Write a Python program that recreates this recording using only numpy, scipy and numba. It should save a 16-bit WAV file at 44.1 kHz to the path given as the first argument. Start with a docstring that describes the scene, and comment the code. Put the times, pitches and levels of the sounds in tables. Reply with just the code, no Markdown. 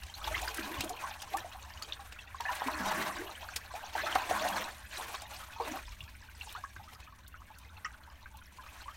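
"""Muddy rainwater surges under a steel gate into a drain, between concrete walls, outdoors.
Every surge folds air into the water: big pockets gulp, smaller bubbles gurgle, spray crackles and fizzes.
Single bubbles plop and wavelets slap the steel; the walls answer briefly, over a low distant rumble."""
import sys
import numpy as np
from scipy import signal
from scipy.fft import rfft, irfft
from scipy.io import wavfile
from scipy.ndimage import uniform_filter1d
from numba import njit

SR = 44100
rng = np.random.default_rng(int(sys.argv[2]) if len(sys.argv) > 2 else 0)


def transcribe(signal):
    """Save signal, clipped to [-1, 1], as a 16-bit WAV file at the path in sys.argv[1]."""
    frames = np.atleast_2d(signal).T
    limited = np.clip(frames, -1, 1)
    pcm = np.round(limited * 32767).astype(np.int16)
    wavfile.write(sys.argv[1], SR, pcm)


N = 395136


def flow(lap_gulp_db=-14):
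    """Gurgle, gulp and spray envelopes in dB: each gush swells, holds and drains away over the lapping."""
    # gushes under the gate: t/s, rise/s, hold/s, release/s, gurgle/dB, gulp/dB, spray/dB
    surges = [(.14, .16, .15, .15, -45.5, -55, -47.5), (.54, .06, .24, .09, -46.5, -48.5, -51),
              (.95, .07, .08, .05, -45.5, -66, -54), (1.27, .06, .05, .05, -51, -54, -56),
              (1.811, .04, .06, .04, -62, -60, -60), (2.39, .11, .2, .07, -44.5, -70, -51),
              (2.59, .29, .15, .15, -37, -43.5, -46.5), (3.92, .06, .2, .13, -39.5, -55, -48),
              (4.23, .08, .31, .06, -38, -48, -46.5), (4.89, .07, .08, .03, -46, -57, -49.5),
              (5.059, .03, .07, .03, -48.5, -60, -50), (5.25, .06, .09, .04, -55, -67, -55),
              (5.57, .11, .09, .03, -43.5, -51.5, -51.5), (6.33, .12, .1, .06, -59, -72, -56.5),
              (6.839, .08, .1, .05, -63, -78, -66), (8.521, .2, .14, .1, -57.5, -71, -62.5)]
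    # lapping between the gushes, slowly calming: t/s, gurgle/dB, spray/dB
    lapping = [(0, -58, -58), (1.05, -56, -57), (1.7, -55, -59), (2.25, -58, -62), (3.45, -53, -55.5),
               (3.64, -56, -61), (3.78, -50, -55), (4.8, -57, -59), (5.499, -54, -58), (5.9, -61, -59),
               (6.2, -62, -64), (6.9, -62, -65), (7.25, -65, -70), (7.6, -61, -66), (8.1, -60.5, -68.5),
               (8.35, -64, -66.5), (8.96, -61, -63.5)]
    t = np.arange(N) / SR
    s, gurgle_db, spray_db = np.transpose(lapping)
    power = from_db([np.interp(t, s, db) for db in (gurgle_db, gurgle_db + lap_gulp_db, spray_db)]) ** 2
    for start, rise, hold, release, *levels_db in surges:
        age = t - start
        swell = np.clip(age / rise, 0, 1) * np.exp(-np.maximum(age - rise - hold, 0) / release)
        power += (from_db(levels_db)[:, None] * swell) ** 2
    return 10 * np.log10(power)


def churn(gurgle_db, gulp_db, spray_db):
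    """The flow drives three sizes of bubbles; in a surge they merge into the rush of tearing water."""
    pocket_hz = 419.7 * 2 ** (-0.08 * np.maximum(gulp_db + 62, 0))  # the air pocket swells as it gulps
    largest_hz = 400 * from_db(0.243 * (gurgle_db.max() - gurgle_db))  # weak flow traps only small ones
    pockets = swarm(gulp_db, pocket_hz, 1.6 * pocket_hz, per_s=120, cycles=5.7,
                    spread_db=2, clump_db=1, glide=0.069, crowding=.4, scatter=1)
    bubbles = swarm(gurgle_db, largest_hz, 3005, per_s=1300, cycles=6.36,
                    spread_db=3.5, clump_db=2.5, glide=0.11, crowding=.5)
    droplets = swarm(spray_db, 2261, 15150, per_s=1300, cycles=11.4,
                     spread_db=4.5, clump_db=5, glide=0.081, crowding=.4)
    rush = rng.standard_normal(N) * from_db(3 * wander(41))
    return (gulp(pockets, rush, gulp_db, gurgle_db) + gurgle(bubbles, rush, gurgle_db)
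            + spray(droplets, rush, spray_db))


def gurgle(bubbles, rush, gurgle_db):
    """Mid-sized bubbles babble, with more rush as the flow grows."""
    # throaty mids: f/Hz, level/dB
    gurgle_eq = [(330, -15), (440, -24), (510, -14), (570, -2.5), (710, -1), (900, -0.5), (1100, -0.5),
                 (1250, -5.5), (1560, -0.5), (2000, -5), (2600, -14), (3600, -32.5)]
    tearing = from_db(-2.5 + 0.076 * (gurgle_db + 44)) * unit(colour(rush, gurgle_eq))
    return from_db(gurgle_db - 0.62) * levelled(levelled(colour(bubbles, gurgle_eq)) + tearing)


def gulp(pockets, rush, gulp_db, gurgle_db):
    """Big air pockets gulp; a hard surge plunges with a dull roar under them."""
    # hollow low mids: f/Hz, level/dB
    gulp_eq = [(100, -37), (170, 3), (210, 4), (245, -19), (300, 0), (345, -1), (400, -4.5), (465, -0.5),
               (510, -9), (570, 9), (700, -36)]
    # roar of the plunge: f/Hz, level/dB
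    plunge_eq = [(90, -32), (140, -5), (200, -0.5), (250, -11.5), (320, 7.5), (400, 1.5), (470, 2),
                 (620, 5), (900, -49)]
    plunge = from_db(-3 + 0.091 * (gurgle_db + 28)) * unit(colour(rush, plunge_eq))
    return from_db(gulp_db - 3) * levelled(levelled(colour(pockets, gulp_eq)) + plunge)


def spray(droplets, rush, spray_db):
    """The tiniest bubbles sparkle over crackle and hiss."""
    # bright top end: f/Hz, level/dB
    spray_eq = [(1500, -35.5), (2400, 1), (3200, -0.5), (4300, -3.5), (4900, -9), (6000, -6), (7500, -11),
                (9700, -11), (10400, -18), (11400, -12), (15500, -16.5)]
    fizz = from_db(-7) * crackle() + from_db(-.5 + 0.076 * (spray_db + 63)) * rush
    return from_db(spray_db + 2) * levelled(colour(levelled(droplets) + fizz, spray_eq))


def crackle(per_s=90, spread_db=7, life_s=0.0029):
    """Bursting films tick, each a tiny puff of noise that swells and dies."""
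    ticks = (rng.random(N) < per_s / SR) * from_db(spread_db * np.minimum(rng.exponential(1, N), 4))
    pole = [1, -np.exp(-1 / (life_s * SR))]
    power = signal.lfilter([1], pole, signal.lfilter([1], pole, ticks ** 2))
    return unit(np.sqrt(abs(power)) * rng.standard_normal(N))


def swarm(flow_db, low_hz, high_hz, per_s, cycles, spread_db, clump_db, glide, crowding, scatter=.45):
    """Bubbles between two pitches (steady or moving), born in clumps, more of them in a strong flow."""
    when, size, strength, damping, climb = rng.random((30000, 5))[:int(per_s * N / SR)].T
    chance = np.cumsum(from_db(crowding * flow_db + clump_db * wander(20)))
    birth = np.searchsorted(chance, when * chance[-1])
    low, high = (np.broadcast_to(edge, N)[birth] for edge in (low_hz, high_hz))
    # bubbles torn from one pocket are alike in size
    place = (.35 * wander(14)[birth] + scatter * size) % 1
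    hz = low + place * (high - low)
    life = cycles / hz * np.exp(1.6 * (damping - .5))
    gain = from_db(spread_db * np.minimum(-np.log(1 - strength), 4)) / np.sqrt(life)
    rows = np.column_stack([birth / SR, hz, gain, life, glide * (climb - .2) / life])
    return unit(ring(rows, onset_cycles=1.0, glide_s=0.038))


def plops():
    """Single near bubbles, each a short note."""
    # near bubbles: t/s, starting f/Hz, relative level/dB, decay to 1/e /s, initial glide/(share per s)
    notes = [(.14, 3905, -35.5, 0.0095, 11), (.242, 3340, -28.5, 0.0029, -1), (.274, 793, -26, 0.0042, 20),
             (.344, 1955, -24.5, 0.0096, 11), (.367, 1210, -27, .002, 6), (.428, 707, -37, 0.032, 19),
             (.477, 1567, -24, 0.0021, 1), (.481, 4850, -26.5, .002, 13), (0.583, 1580, -27.5, 0.0067, 1),
             (.587, 295, -34, 0.015, 7), (.705, 321, -39, .014, 5.5), (.811, 2640, -31, 0.0073, 9),
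             (.833, 334, -36, 0.019, -2.5), (.901, 733, -31, 0.0089, -2.5), (.905, 415, -44.5, .027, 7.5),
             (1.038, 1005, -30, 0.012, 11), (1.339, 714, -25.5, .018, 17), (1.374, 1750, -33, .008, 1.5),
             (1.445, 667, -36, 0.011, 6.5), (1.824, 4300, -29, 0.0049, 17.5),
             (1.923, 3540, -23.5, 0.0024, 12), (1.993, 830, -43.5, 0.019, -3.5),
             (2.189, 2660, -35.5, 0.0066, -1), (2.345, 1044, -33, 0.0041, 13), (2.402, 900, -28.5, 0.01, 4),
             (2.453, 1688, -26.5, 0.0098, 3.5), (2.482, 1760, -28, 0.0096, 2), (2.491, 986, -25, 0.012, 0),
             (2.619, 854, -20, 0.0014, 2), (2.659, 264, -35, 0.017, -1), (2.683, 946, -22, 0.0054, 23),
             (2.799, 211, -33, .017, 14.5), (2.911, 880, -24.5, 0.0067, 2), (2.971, 292, -36, 0.029, 15.5),
             (3.191, 306, -39, 0.032, 12.5), (3.488, 1540, -31, .003, 6), (3.738, 633, -33, 0.022, 20),
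             (3.952, 860, -24.5, 0.0071, 5.5), (4.034, 596, -30, 0.015, 13), (4.126, 3040, -23.5, .0015, 6),
             (4.155, 687, -14.5, .004, 24), (4.158, 1160, -19.5, 0.0021, 24), (4.31, 650, -18, 0.004, 24),
             (4.358, 994, -28, 0.0082, 4), (4.45, 708, -25, 0.013, 2.5), (4.972, 3860, -31, 0.0035, 11),
             (5.143, 1023, -30.5, .0037, 19), (5.599, 803, -27, 0.014, 25), (5.602, 477, -34, 0.018, -0.5),
             (5.71, 268, -38.5, .014, 0), (6.006, 2640, -33, 0.004, 29), (6.411, 2800, -30.5, 0.0047, -7.5),
             (6.55, 1050, -33.5, 0.018, 27), (6.638, 1093, -29.5, 0.0067, 2.5),
             (6.763, 1564, -37.5, 0.0075, 0.5), (6.877, 1226, -45, 0.015, 4),
             (7.342, 1320, -37.5, .0026, 23), (7.847, 1804, -29, 0.0078, 16.5),
             (7.847, 5300, -36.5, .006, 21), (7.851, 1264, -30.5, 0.0098, -1),
             (8.258, 1487, -38.5, 0.008, 9), (8.585, 1044, -39.5, 0.016, -2), (8.88, 1087, -35, .011, 12)]
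    s, hz, db, life, rise = np.transpose(notes)
    rows = np.column_stack([s, hz, from_db(db - 2.97), life, rise])
    return ring(shed(rows), onset_cycles=0.68, glide_s=0.025)


def plinks(flow_db, count, low_hz, high_hz, level_db, follow, cycles, shrink, crowding):
    """Bubbles pop up in loose clusters; a weak flow makes them fewer, softer and, with shrink, smaller."""
    when, size, strength, damping, climb = rng.random((count, 5)).T
    chance = np.cumsum(from_db(crowding * flow_db + 3 * wander(12)))
    birth = np.searchsorted(chance, (np.arange(count) + when) / count * chance[-1])
    push_db = flow_db[birth] + 54.5  # above a middling flow
    lowest_hz = low_hz * 2 ** (shrink * np.maximum(-push_db, 0))
    hz = lowest_hz * (high_hz / lowest_hz) ** size
    db = level_db + follow * push_db + 3 * (2 * strength - 1)
    life = cycles / hz * np.exp(damping - .5)
    rows = np.column_stack([birth / SR, hz, from_db(db), life, 11 * climb])
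    return ring(shed(rows), onset_cycles=0.95, glide_s=0.027)


def shed(rows, count=3, within_s=.012, octaves=0.345, level_db=-8.5, shorter=0.44):
    """Each bubble tears off a few brief companions of about its own size, which roughen its note."""
    s, hz, gain, life, rise = np.repeat(rows, count, 0).T
    delay, size = rng.random((len(s), 2)).T
    detuned_hz = hz * 2 ** (octaves * (3 * size - 1))
    companions = [s + within_s * delay, detuned_hz, gain * from_db(level_db), life * shorter, rise]
    return np.vstack([rows, np.column_stack(companions)])


@njit
def ring(rows, onset_cycles, glide_s):
    """Each air pocket rings as a damped sine; a positive rise lifts its pitch as it nears the surface."""
    out = np.zeros(N)
    for s, hz, gain, life, rise in rows:
        start, attack = max(0, int(s * SR)), onset_cycles / hz
        share = attack / (2 * life + attack)
        peak = (1 - share) ** 2 * share ** (attack / life)
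        slopes = np.exp(-1 / (SR * np.array([life, attack, glide_s])))
        fade, closed, depth, phase = gain / peak, 1., 1., 0.
        for i in range(start, min(N, start + int(7 * life * SR))):
            out[i] += fade * (1 - closed) ** 2 * np.sin(phase)
            phase += 2 * np.pi * hz * (1 + rise * glide_s * (1 - depth)) / SR
            fade, closed, depth = fade * slopes[0], closed * slopes[1], depth * slopes[2]
    return out


def slaps(life_s=0.0039, below_db_per_octave=-3.5, above_db_per_octave=-8):
    """Wavelets slap the steel, each a burst of spray that dies within a few hundredths of a second."""
    # wavelet hits: t/s, relative level/dB, brightest f/Hz, attack/s
    hits = [(.032, -43, 3940, 0.0026), (.414, -37.5, 7950, 0.0022), (0.543, -35.5, 8900, 0.0013),
            (0.57, -37, 9200, 0.0012), (0.806, -26, 4500, 0.001), (.843, -37, 12000, .0006),
            (.892, -36.5, 7000, .002), (1.217, -36.5, 4100, 0.004), (1.369, -34.5, 8000, 0.0011),
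            (1.822, -36, 4340, .0006), (2.121, -42.5, 2500, .004), (2.405, -35, 3020, 0.00097),
            (2.55, -40, 9250, 0.0018), (3.558, -28.5, 4600, 0.0082), (4.15, -27.5, 1830, .0044),
            (4.484, -35.5, 8000, 0.0022), (5.218, -40, 7000, .001), (6.525, -41, 12000, 0.00059),
            (6.764, -45, 1200, 0.00045), (6.93, -47.5, 2190, 0.0032), (7.0, -48, 2300, .003),
            (7.278, -45, 15100, .001), (7.584, -49, 9900, .0013), (7.847, -50, 1280, 0.00015),
            (8.37, -49.5, 13100, 0.00057)]
    out, t = np.zeros(N), np.arange(SR // 16) / SR
    for s, db, hz, attack in hits:
        shape = (1 - np.exp(-t / attack)) ** 2 * np.exp(-t / life_s)
        tone = [(hz / 16, 4 * below_db_per_octave), (hz, 0), (hz * 16, 4 * above_db_per_octave)]
        burst = unit(colour(rng.standard_normal(len(t)), tone))
        add(out, s, from_db(db - 3) * shape / shape.max() * burst)
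    return out


def wall_echoes(water, t60=0.12, tail_db=-9.5, spot_count=7):
    """Splashes move along the gate; each spot has its own wall echoes and short diffuse tail."""
    # early reflections off the gate and walls: delay/s, gain
    reflections = [(.0031, 0.14), (.0058, -0.12), (.0094, .18), (0.0133, 0.11)]
    t, out = np.arange(SR // 4) / SR, np.zeros(N)
    spots = np.array([from_db(12.8 * wander(34)) for _ in range(spot_count)])
    for share in spots / np.linalg.norm(spots, axis=0):
        echo = from_db(-60 * t / t60) * rng.standard_normal(len(t)) * (1 - np.exp(-t / 0.0028))
        echo *= from_db(tail_db) / np.linalg.norm(echo)
        for delay, gain in reflections:
            add(echo, delay * rng.uniform(.6, 1.4), np.array([gain]))
        out += signal.oaconvolve(water * share, echo)[:N]
    return colour(out, [(300, 4.0), (2000, -0.5), (6000, -4.5), (15000, -4.5)])


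def rumble(bed_db=-55):
    """Low outdoor rumble with a faint far wash, and a few dull thuds."""
    # steady bed: f/Hz, level/dB
    bed_eq = [(20, -5.5), (32, -30), (48, -3), (66, 2.5), (82, -2), (105, -8.5), (140, -19), (220, -17.5),
              (400, -32), (1000, -52), (4000, -64), (8000, -65), (12000, -44), (15000, -44)]
    # low thuds and swells: middle t/s, level/dB, centre f/Hz, length/s
    thuds = [(0.039, -50, 60.7, 0.082), (0.347, -47, 58.9, 0.44), (0.792, -46, 84, 0.05),
             (5.881, -52.5, 46, 0.31), (6.019, -51.5, 87, .08), (6.784, -53.5, 98, 0.051)]
    out = from_db(bed_db) * unit(colour(rng.standard_normal(N), bed_eq))
    for s, db, hz, length in thuds:
        band = [(hz / 2, -24), (hz, 0), (2 * hz, -24), (8 * hz, -62)]
        noise = colour(rng.standard_normal(SR), band)[-int(length * SR):]
        add(out, s - length / 2, from_db(db) * unit(noise * signal.windows.tukey(len(noise), .8)))
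    return out


def colour(x, points):
    """Minimum-phase EQ through points of f/Hz, level/dB."""
    hz, db = np.transpose(points)
    bin_hz = abs(np.fft.fftfreq(8192, 1 / SR)) + 1
    log_gain = np.log(from_db(np.interp(np.log(bin_hz), np.log(hz), db)))
    taps = np.fft.ifft(np.exp(signal.hilbert(log_gain).conj())).real[:4096]
    return signal.oaconvolve(x, taps)[:len(x)]


def wander(rate_hz):
    """Smooth random modulation of rms 1, rolling off above the rate."""
    hz = np.fft.rfftfreq(N, 1 / SR)
    return unit(irfft(rfft(rng.standard_normal(N)) * np.exp(-(hz / rate_hz) ** 2), N))


def levelled(x, seconds=0.13):
    """Evens out the slow level and keeps the quick flutter."""
    slow_power = uniform_filter1d(uniform_filter1d(x ** 2, int(seconds * SR)), SR // 20)
    return x / np.sqrt(abs(slow_power) + 0.021 * np.mean(x ** 2))


def from_db(db):
    """Decibels to gain."""
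    return 10 ** (np.asarray(db) / 20)


def unit(x):
    """Scales to an rms of 1."""
    return x / np.sqrt(np.mean(x ** 2) + 1e-20)


def add(mix, s, sound):
    """Mixes a sound in at time s."""
    part = mix[max(0, round(s * SR)):][:len(sound)]
    part += sound[:len(part)]


def scene():
    """Water in its walled pit, over the rumble, in mono."""
    gurgle_db, gulp_db, spray_db = flow()
    blips = plinks(gurgle_db, count=75, low_hz=599.6, high_hz=1884, level_db=-45,
                   follow=0.61, cycles=7.3, shrink=0.0336, crowding=.15)
    drips = plinks(spray_db, count=52, low_hz=2165, high_hz=5560, level_db=-43,
                   follow=0.46, cycles=6.6, shrink=0, crowding=.45)
    water = from_db(0.28) * (churn(gurgle_db, gulp_db, spray_db) + plops() + blips + drips + slaps())
    return (water + wall_echoes(water) + rumble())[None]


def record(dry):
    """A steep low-pass trims the highest fizz."""
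    taps = signal.firwin(511, cutoff=15900, window=("kaiser", 9), fs=SR)
    return signal.oaconvolve(dry, taps[None], "same")


dry = scene()
out = record(dry)
transcribe(out)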